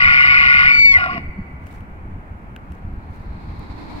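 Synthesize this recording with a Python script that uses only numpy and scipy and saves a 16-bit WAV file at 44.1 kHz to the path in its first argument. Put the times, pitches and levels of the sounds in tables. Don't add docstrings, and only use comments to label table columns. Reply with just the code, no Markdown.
import sys
import numpy as np
from scipy import signal
from scipy.fft import rfft, irfft
from scipy.io import wavfile
from scipy.ndimage import uniform_filter1d, minimum_filter1d

SR = 44100
rng = np.random.default_rng(int(sys.argv[2]) if len(sys.argv) > 2 else 0)


def store_pcm(level_fs):
    pcm = np.round(np.clip(level_fs, -1, 1) * 32767).astype(np.int16)
    wavfile.write(sys.argv[1], SR, np.atleast_2d(pcm).T)


N = 176400
T = np.arange(N) / SR
F = np.maximum(np.fft.rfftfreq(N, 1 / SR), 1)

# time in seconds, roar level in dB, whistle roughness (capped at 1 in use).
FOLD_EFFORT = [(0, -12.5, 1), (.68, -12.5, 1), (.735, -21, 0.42), (.775, -22.5, 0.22), (.81, -41.5, 0.08),
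               (.9, -49, 0.14), (.94, -26.5, .4), (.968, -15, 0.31), (1.1, -24.5, 0.4), (1.18, -25.5, 1.1),
               (1.21, -41, 0.7), (1.33, -71.5, .8)]


def undb(db):
    return 10 ** (np.asarray(db) / 20)


def unit(x):
    return x / np.std(x)


def over_time(rows, column=1):
    rows = np.array(rows)
    return np.interp(T, rows[:, 0], rows[:, column])


def over_hz(rows):
    hz, value = np.array(rows).T
    return np.interp(np.log(F), np.log(hz), value)


def noise(spectrum):
    return unit(irfft(rfft(rng.standard_normal(N)) * undb(over_hz(spectrum)), N))


def below(x, hz):
    return irfft(rfft(x) / (1 + (F / hz) ** 4), N)


def wobble(rate_hz):
    return unit(below(rng.standard_normal(N), rate_hz))


def resonate(x, hz, width_hz):
    b, a = signal.iirpeak(hz, hz / width_hz, fs=SR)
    return signal.lfilter(b, a, signal.lfilter(b, a, x + 1e-18))


def vocal_folds(pitch_hz=136.3, jitter=0.13, scatter_db=7, puff_gain=1.9):
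    cycles = np.cumsum(pitch_hz * np.exp(jitter * wobble(pitch_hz))) / SR
    pulses = np.diff(np.floor(cycles), prepend=0) * undb(scatter_db * wobble(pitch_hz))
    puffs = np.exp(-(cycles % 1) / 1.4) * rng.standard_normal(N)
    return unit(unit(pulses) + puff_gain * unit(puffs)), unit(np.cos(2 * np.pi * cycles))


def voice_break(peak_s=0.94, half_length_s=0.026):
    return np.exp(-((T - peak_s) / half_length_s) ** 2)


def whistle(flap, wander_hz=70.13, shake_rad=0.73, chop_depth=0.5):
    # time in seconds, pitch in Hz, level in dB.
    contour = [(0, 2206, -10), (.69, 2227, -9), (.722, 2283, -6), (.85, 2261, -7.5), (.912, 2245, -7),
               (.94, 2180, -6), (.962, 2030, -5.5), (.995, 1754, -33.5), (1.025, 1440, -16.5),
               (1.065, 1363, -19.5), (1.095, 1120, -24), (1.15, 1030, -30), (1.21, 720, -44)]
    # multiple of the pitch, relative level in dB at zero roughness.
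    harmonics = [(2, -21), (3, -34.5), (4, -44.5), (5, -65.5)]
    rough = np.clip(over_time(FOLD_EFFORT, column=2), 0, 1)
    breaking = voice_break()
    pitch_hz = over_time(contour) + wander_hz * rough ** 2 * wobble(150.1) + 2 * wobble(49)
    phase = 2 * np.pi * np.cumsum(pitch_hz) / SR + shake_rad * rough ** 2 * wobble(198)
    flutter_db = (1.56 + 2 * breaking) * wobble(66)
    chop = 1 + chop_depth * rough * flap
    level = np.sqrt(2) * undb(over_time(contour, column=2) + flutter_db) * chop * (T < contour[-1][0])
    split = undb(-15.5) * breaking * np.cos(phase / 2)
    tone = level * (1 + split) * np.sin(phase)
    overtones = sum(undb(db) * np.sin(round(multiple) * phase) for multiple, db in harmonics)
    squeal = undb(-30.5) * breaking * (np.sin(1.5 * phase) + np.sin(2.5 * phase))
    fade = np.clip((0.972 - T) / 0.04, 0, 1)
    return tone, level * undb(-20 * rough) * fade * (overtones + squeal)


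def throat_gain(sag_hz):
    # centre in Hz, width in Hz, peak gain in dB.
    formants = [(748, 136, -17.5), (1146, 146, -1.5), (1439, 78, 6.5), (1845, 595, -7.5), (2013, 280, 3),
                (2253, 60, -1), (2484, 292, -2), (2840, 177, -5.5), (3113, 184, -17), (3506, 98, -26.5),
                (4080, 1000, -24.5), (4693, 79, -20), (5235, 650, -29.5), (7660, 2000, -54.5)]
    valleys = undb(-43) / (1 + (F / 5000) ** 4)
    return valleys + sum(undb(db) / (1 + 2 * ((F - hz + sag_hz) / width_hz) ** 2) ** 3
                         for hz, width_hz, db in formants)


def throat(x, relax_s=0.9, relax_length_s=0.2, sag_hz=39.5, tilt_db_per_octave=-28, stages=5):
    relax = np.clip((T - relax_s) / relax_length_s, 0, 1)
    relax = np.clip(relax * (1 + 0.39 * wobble(14)), 0, 1)
    tilt_db = tilt_db_per_octave * np.clip(np.log2(F / 1270), -0.8, 0.17)
    spectrum = 0
    for stage in np.linspace(0, 1, stages):
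        share = np.maximum(1 - np.abs(relax - stage) * (stages - 1), 0)
        response = throat_gain(sag_hz * stage ** 2) * undb(tilt_db * np.sqrt(stage))
        spectrum = spectrum + rfft(x * share) * response
    return irfft(spectrum, N) * (T < 2)


def rasp(pulses, effort):
    level = undb(-65) * (effort / effort.max()) ** 0.22 + undb(-58) * voice_break()
    return level * unit(resonate(pulses, hz=8800, width_hz=22000)) * (T < FOLD_EFFORT[-1][0])


def bugle():
    pulses, fundamental = vocal_folds()
    tone, overtones = whistle(fundamental)
    effort = undb(over_time(FOLD_EFFORT))
    roar = pulses * effort / np.sqrt(np.mean(throat_gain(0) ** 2))
    chest_hum = undb(-38.5) * fundamental * effort / effort.max()
    return throat(tone + roar) + overtones + rasp(pulses, effort) + chest_hum + grunt(pulses)


def microphone_ports(x):
    # frequency in Hz, lead of the left in radians.
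    lead_rad = [(20, 0), (300, .3), (800, 1.1), (1150, 1.7), (1430, 2.1), (1800, 2.8), (2040, 3.62),
                (2260, 3.85), (2450, 4.4), (3200, 4.5), (4000, 8.5), (4600, 10.8), (5300, 8.4),
                (7000, 10.3), (16000, 22)]
    # frequency in Hz, left minus right in dB.
    balance_db = [(700, -2), (2250, 1.5), (2850, 8), (3550, 13), (4050, -1.5), (4500, -8), (4720, -12.5),
                  (5300, -12.5), (6200, 4)]
    left = undb(over_hz(balance_db) / 2) * np.exp(0.5j * over_hz(lead_rad))
    impulses = irfft(np.array([left, 1 / left]), N)
    taps = np.roll(impulses, 256, axis=1)[:, :513] * np.hanning(513)
    return signal.fftconvolve(np.array([x, x]), taps, mode="same", axes=1)


def hillside_echo(x, level_db=-24, t60_s=2.05, top_hz=3500):
    tail = rng.standard_normal((2, N)) * 1000 ** (-T / t60_s)
    tail = tail / np.sqrt(np.sum(tail[0] ** 2))
    dull = signal.sosfilt(signal.butter(2, top_hz, fs=SR, output="sos"), x)
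    return undb(level_db) * signal.fftconvolve(dull[None], tail, axes=1)[:, :N]


def wind(buffet_db=5.5):
    # frequency in Hz, relative density in dB.
    mid_spectrum = [(20, -4.5), (40, -2), (55, -5), (80, 1.5), (110, -10.5), (200, -11.5), (490, -27.5),
                    (850, -25), (1200, -33), (1750, -36.5), (2300, -36), (3500, -58), (5500, -65),
                    (16000, -68)]
    # frequency in Hz, relative density in dB.
    side_spectrum = [(20, -3), (200, -11), (500, -17), (850, -11.5), (1400, -10.5), (2400, -24.5),
                     (4500, -47), (16000, -54)]
    air = undb(-33.5) * noise(mid_spectrum)
    buffet = undb(buffet_db * np.clip(wobble(14.3), -1, 1))
    mid = air + below(air, hz=200) * (buffet - 1)
    side = undb(-46) * noise(side_spectrum)
    return np.array([mid + side, mid - side])


def low_thumps():
    # centre in seconds, pitch in Hz, rise and decay time in seconds, level in dB.
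    thumps = [(0.975, 78.8, .025, -21), (1.392, 194.6, 0.014, -22.5), (2.317, 68, 0.0066, -20)]
    return sum(undb(db) * np.exp(-np.abs(T - at_s) / decay_s) * np.sin(2 * np.pi * hz * (at_s - T))
               for at_s, hz, decay_s, db in thumps)


def grunt(pulses, peak_s=1.157, half_length_s=0.064, level_db=-30.5):
    swell = np.exp(-((T - peak_s) / half_length_s) ** 2)
    return undb(level_db) * swell * unit(resonate(pulses, hz=190, width_hz=170))


def rustle(crackle_db=5.1):
    # peak time in seconds, half length in seconds, level in dB.
    swells = [(1.723, 0.08, -52), (2.74, .04, -60), (3.166, 0.076, -59)]
    # frequency in Hz, relative density in dB.
    spectrum = [(2000, 4.5), (4500, -9), (15000, -15.5)]
    level = sum(undb(db) * np.exp(-((T - peak_s) / half_s) ** 2) for peak_s, half_s, db in swells)
    return level * unit(noise(spectrum) * undb(crackle_db * wobble(250)))


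def stem_snaps(crack_decay_s=0.0011):
    # start in seconds, crack level in dB, knock level in dB.
    snaps = [(1.669, -42, -41.5), (1.807, -51, -42), (2.5629, -40, -29), (2.721, -45, -42),
             (3.161, -53, -62), (3.594, -45, -65)]
    # frequency in Hz, rise in seconds, relative level in dB.
    stem_modes = [(1580, 0.0011, -5.5), (2730, 0.00039, -0.5)]
    out = np.zeros(N)
    for start_s, crack_db, knock_db in snaps:
        age_s = np.maximum(T - start_s, 0)
        out += undb(crack_db) * rng.standard_normal(N) * (T >= start_s) * np.exp(-age_s / crack_decay_s)
        for hz, rise_s, db in stem_modes:
            envelope = age_s / rise_s * np.exp(1 - age_s / rise_s)
            out += undb(knock_db + db) * envelope * np.sin(2 * np.pi * hz * age_s)
    return out


def gust(flutter_db=1.8):
    # frequency in Hz, relative density in dB.
    spectrum = [(100, -18), (280, 6), (480, -12), (950, -3), (1600, -19.5), (2200, -13.5), (3000, -29),
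                (4200, -17.5), (5800, -37), (16000, -51)]
    # time in seconds, level in dB.
    rise_db = [(2.5, -70), (3.1, -54), (3.5, -42.5), (3.95, -36.5)]
    return noise(spectrum) * undb(over_time(rise_db) + flutter_db * wobble(20))


def scene():
    call = bugle() * np.minimum(T / 0.004, 1)
    elk = microphone_ports(call) + hillside_echo(call)
    air = wind() + np.array([gust(), gust()])
    stems = np.array([rustle() + stem_snaps() for _ in range(2)])
    return elk + air + low_thumps() + stems


def record(dry, top_hz=15900):
    gain = 1 / np.maximum(np.abs(dry).max(axis=0), 1)
    gain = uniform_filter1d(minimum_filter1d(gain, size=200), size=200)
    return signal.sosfilt(signal.ellip(8, 0.2, 70, top_hz, fs=SR, output="sos"), dry * gain)


dry = scene()
out = record(dry)
store_pcm(out)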